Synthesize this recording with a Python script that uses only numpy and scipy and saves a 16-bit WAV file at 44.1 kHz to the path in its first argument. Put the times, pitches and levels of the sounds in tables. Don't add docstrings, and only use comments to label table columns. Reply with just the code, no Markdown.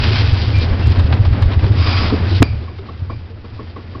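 import sys
import numpy as np
from scipy.fft import rfft, irfft, next_fast_len
from scipy.io import wavfile
from scipy.ndimage import uniform_filter1d, map_coordinates

SR = 44100
rng = np.random.default_rng(int(sys.argv[2]) if len(sys.argv) > 2 else 0)


def transcribe(u):
    v = np.clip(np.atleast_2d(u).T, -1, 1)
    q = np.round(v * 32767).astype(np.int16)
    wavfile.write(sys.argv[1], SR, q)


N = 176400

# time_s, level_db
BOOM_LEVELS = [(0.0, -14.5), (0.25, -16), (0.42, -18), (0.65, -16), (0.79, -22), (0.91, -11), (1.0, -18),
               (1.7, -19), (1.78, -14), (2.15, -18), (2.36, -15.5), (2.45, -24.5), (2.53, -17.5),
               (2.72, -34.5), (2.99, -30.5), (3.1, -23.5), (3.23, -31.5), (4.0, -32)]
ROAR_LEVELS = [(0, -26.5), (.7, -29), (1.4, -28.5), (2.2, -26), (2.33, -24), (2.47, -31.5), (2.7, -41.5),
               (3.3, -43.5), (4, -41)]
HISS_LEVELS = [(0, -20.5), (.2, -21), (.27, -26.5), (.6, -29), (.73, -34), (.86, -31.5), (1.2, -38.5),
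               (1.6, -38), (1.73, -33), (1.84, -24.5), (1.99, -23), (2.19, -35), (2.4, -28), (2.445, -42),
               (2.56, -43.5), (2.72, -48.5), (3.0, -46), (3.38, -52), (3.56, -45.5), (4, -48.5)]
# frequency_hz, relative_db
BOOM_SPECTRUM = [(15, -21.5), (30, -12.5), (50, -20), (68, -9.5), (83, 1), (95, -4.5), (107, -4.5),
                 (125, -12.5), (160, -30), (300, -62)]
ROAR_SPECTRUM = [(90, -43), (160, 0), (230, 0.5), (520, -9), (1200, -16), (2000, -18.5), (5000, -34.5)]
HISS_SPECTRUM = [(250, -34.5), (700, -3.5), (1900, -2.5), (2550, -1.5), (4200, -3), (4900, 0), (5600, -5.5)]
SLAM_SPECTRUM = [(200, -3.5), (1000, -6.5), (2400, -11), (5000, -13)]
THUD_SPECTRUM = [(130, -12), (270, 5), (430, -0.5), (620, -9), (1150, -14), (5000, -31.5)]
KNOCK_SPECTRUM = [(150, -8.5), (400, -4), (1000, 9), (1800, 0), (4000, -1.5), (6000, -9)]
BRUSH_SPECTRUM = [(1000, -20), (4400, 2.5), (6000, -6.5)]
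# centre_hz, width_hz, relative_db
WHEEL_MODES = [(1490, 32, 2), (2537, 89, -0.5), (3210, 62, 0), (3665, 38, -0.5), (4770, 300, -4)]
GUIDE_MODES = [(1150, 160, 1), (2260, 110, -3), (2440, 98, -1.5), (4770, 190, -0.5), (5140, 160, -2.5)]
FITTING_MODES = [(2316, 70, 0), (2454, 70, -2.5), (4730, 150, -4.5)]
WHEEL_THUMPS = [.305, .465, .555, .703, .85, .968, 1.028, 1.11, 1.19, 1.255, 1.3, 1.404, 1.445, 1.55, 1.62,
                1.692]
# start_s, level_db, t60_s
CHAIN_BLOWS = [(2.124, -4.5, 0.053), (2.138, -5, 0.04), (2.422, 16.5, 0.021)]
# pitch_hz, relative_db
HOLLOW_MODES = [(272, 0.5), (335, -11), (425, -6.5), (660, -19)]
# start_s, level_db
BODY_JOLTS = [(2.4045, 10), (3.018, -10)]
# start_s, click_db, thud_db
PAWL_CLACKS = [(2.678, -33, -33), (2.886, -30, -31.5), (3.096, -26, -28.5), (3.443, -41, -39.5),
               (3.59, -29, -30), (3.761, -30, -30), (3.948, -29.5, -32.5)]
# start_s, level_db
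JOINT_KNOCKS = [(0.993, -26), (1.125, -20.5), (1.25, -26.5), (1.328, -31), (1.422, -24), (1.517, -27),
                (1.533, -27.5), (1.591, -32), (1.639, -28), (2.098, -23.5), (2.784, -37.5)]
# start_s, hold_s, pitch_hz, level_db
WHEEL_SQUEALS = [(0.538, .014, 2380, -27), (0.574, .01, 2378, -26.5), (0.816, 0.034, 2723, -34.5)]
# start_s, level_db
RAIL_BRUSHES = [(.41, -27.5), (.607, -24.5), (2.29, -31), (2.345, -27), (2.856, -48)]
# start_s, pitch_hz, level_db
CHASSIS_BUMPS = [(.108, 363, -19), (1.665, 386, -18), (2.312, 330, -17), (2.791, 391, -27),
                 (3.302, 455, -33.5), (3.443, 468, -34.5)]
# start_s, level_db
FITTING_STRIKES = [(2.427, -31), (2.679, -48), (3.1, -45)]
# frequency_hz, gain_db
MIC_RESPONSE = [(4000, 1.5), (5100, -2), (5500, -6.5), (5950, -16.5), (6250, -37), (6600, -81)]


def body_boom(evenness=0.5, throb_db=1.8, thump_db=-7.5):
    shake = noise(BOOM_SPECTRUM)
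    local_rms = np.sqrt(np.abs(uniform_filter1d(shake ** 2, size=1700)) + 1e-6)
    even_shake = unit(shake / local_rms ** evenness)
    rolling = amp(curve(BOOM_LEVELS) + throb_db * wobble(24))
    thumps = amp(thump_db) * sum(envelope(s, .014, .028, .09) for s in WHEEL_THUMPS)
    return np.hypot(rolling, thumps) * even_shake


def wheels(grit_per_s=350, grit_db=-2, sing_db=-10):
    roar = amp(curve(ROAR_LEVELS) + 2 * wobble(29.84)) * noise(ROAR_SPECTRUM)
    specks = (rng.random(N) < grit_per_s / SR) * rng.choice([-1, 1], N)
    strengths = amp(3 * rng.standard_normal(N))
    grit = amp(grit_db) * unit(coloured(specks * strengths, HISS_SPECTRUM))
    hiss = unit(noise(HISS_SPECTRUM) + grit + amp(sing_db) * resonant(WHEEL_MODES))
    return roar + amp(curve(HISS_LEVELS) + 1.9 * wobble(55)) * hiss


def chain_catch(slam_s=2.427, slam_db=4.5, body_hz=99.1):
    blows = sum(amp(db + mode_db) * envelope(s, .0017, 0, t60) * tone(s, hz)
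                for s, db, t60 in CHAIN_BLOWS for hz, mode_db in HOLLOW_MODES)
    slam = amp(slam_db) * envelope(slam_s, .00017, .0011, .0067) * noise(SLAM_SPECTRUM)
    jolts = sum(amp(db) * envelope(s, .0062, 0, .09) * tone(s, body_hz) for s, db in BODY_JOLTS)
    return blows + slam + jolts


def pawl(pitch_hz=1105, rebound_s=.031, rebound_db=-14):
    clicks = sum(amp(db + drop_db) * envelope(s + delay_s, .0023, .01, .018)
                 for s, db, _ in PAWL_CLACKS for delay_s, drop_db in [(0, 0), (rebound_s, rebound_db)])
    thuds = sum(amp(db) * envelope(s, .0047, .011, .15) for s, _, db in PAWL_CLACKS)
    return clicks * tone(0, pitch_hz, .44 * wobble(300)) + thuds * noise(THUD_SPECTRUM)


def rail_joints():
    knocks = sum(amp(db) * envelope(s, .00049, .0046, .07) for s, db in JOINT_KNOCKS)
    return knocks * noise(KNOCK_SPECTRUM)


def friction(scrape_s=1.766, scrape_db=-26.5):
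    scrape = amp(scrape_db) * envelope(scrape_s, .06, .27, .5) * resonant(GUIDE_MODES)
    squeals = sum(amp(db) * envelope(s, .004, hold, .17) * tone(s, hz, .5 * wobble(200))
                  for s, hold, hz, db in WHEEL_SQUEALS)
    brushes = sum(amp(db) * envelope(s, .0036, .026, .092) for s, db in RAIL_BRUSHES)
    return scrape + squeals + brushes * noise(BRUSH_SPECTRUM)


def chassis_bumps():
    return sum(amp(db) * envelope(s, .0025, 0, .14) * tone(s, hz, .26 * wobble(150))
               for s, hz, db in CHASSIS_BUMPS)


def fittings(t60_s=.42):
    decays = sum(amp(db) * envelope(s, .0015, 0, t60_s) for s, db in FITTING_STRIKES)
    return decays * resonant(FITTING_MODES)


def amp(db):
    return 10 ** (np.asarray(db) / 20)


def unit(x):
    return x / np.sqrt(np.mean(x ** 2) + 1e-20)


def curve(rows):
    return np.interp(np.arange(N) / SR, *np.transpose(rows))


def wobble(rate):
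    knots = rng.standard_normal(int(N * rate / SR) + 4)
    return map_coordinates(knots, [np.arange(N) * rate / SR])


def since(start_s):
    return np.maximum(np.arange(N) / SR - start_s, 0)


def envelope(start_s, rise_s, hold_s, t60_s):
    return (1 - np.exp(-since(start_s) / rise_s)) * amp(-60 * since(start_s + hold_s) / t60_s)


def tone(start_s, pitch_hz, phase_rad=0):
    return np.sin(2 * np.pi * pitch_hz * since(start_s) + phase_rad)


def filtered(x, response):
    size = next_fast_len(N + SR // 2)
    return irfft(rfft(x, size) * response(np.fft.rfftfreq(size, 1 / SR)), size)[:N]


def coloured(x, points):
    point_hz, db = np.transpose(points)
    return filtered(x, lambda hz: amp(np.interp(np.log(hz + 1), np.log(point_hz + 1), db)))


def noise(spectrum):
    return unit(coloured(rng.standard_normal(N), spectrum))


def resonant(modes):
    def response(hz):
        return sum((-1) ** k * amp(db) * 1j * hz * width / (centre ** 2 - hz ** 2 + 1j * hz * width)
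                   for k, (centre, width, db) in enumerate(modes))
    return unit(filtered(rng.standard_normal(N), response))


def scene():
    ride = body_boom() + wheels() + rail_joints() + friction() + chassis_bumps()
    return (ride + chain_catch() + fittings() + pawl())[None]


def record(dry, clip_level=.72, band_limit_hz=15800):
    dulled = coloured(dry[0], MIC_RESPONSE)
    clipped = np.clip(dulled, -clip_level, clip_level)
    return filtered(clipped, lambda hz: hz < band_limit_hz)[None]


dry = scene()
out = record(dry)
transcribe(out)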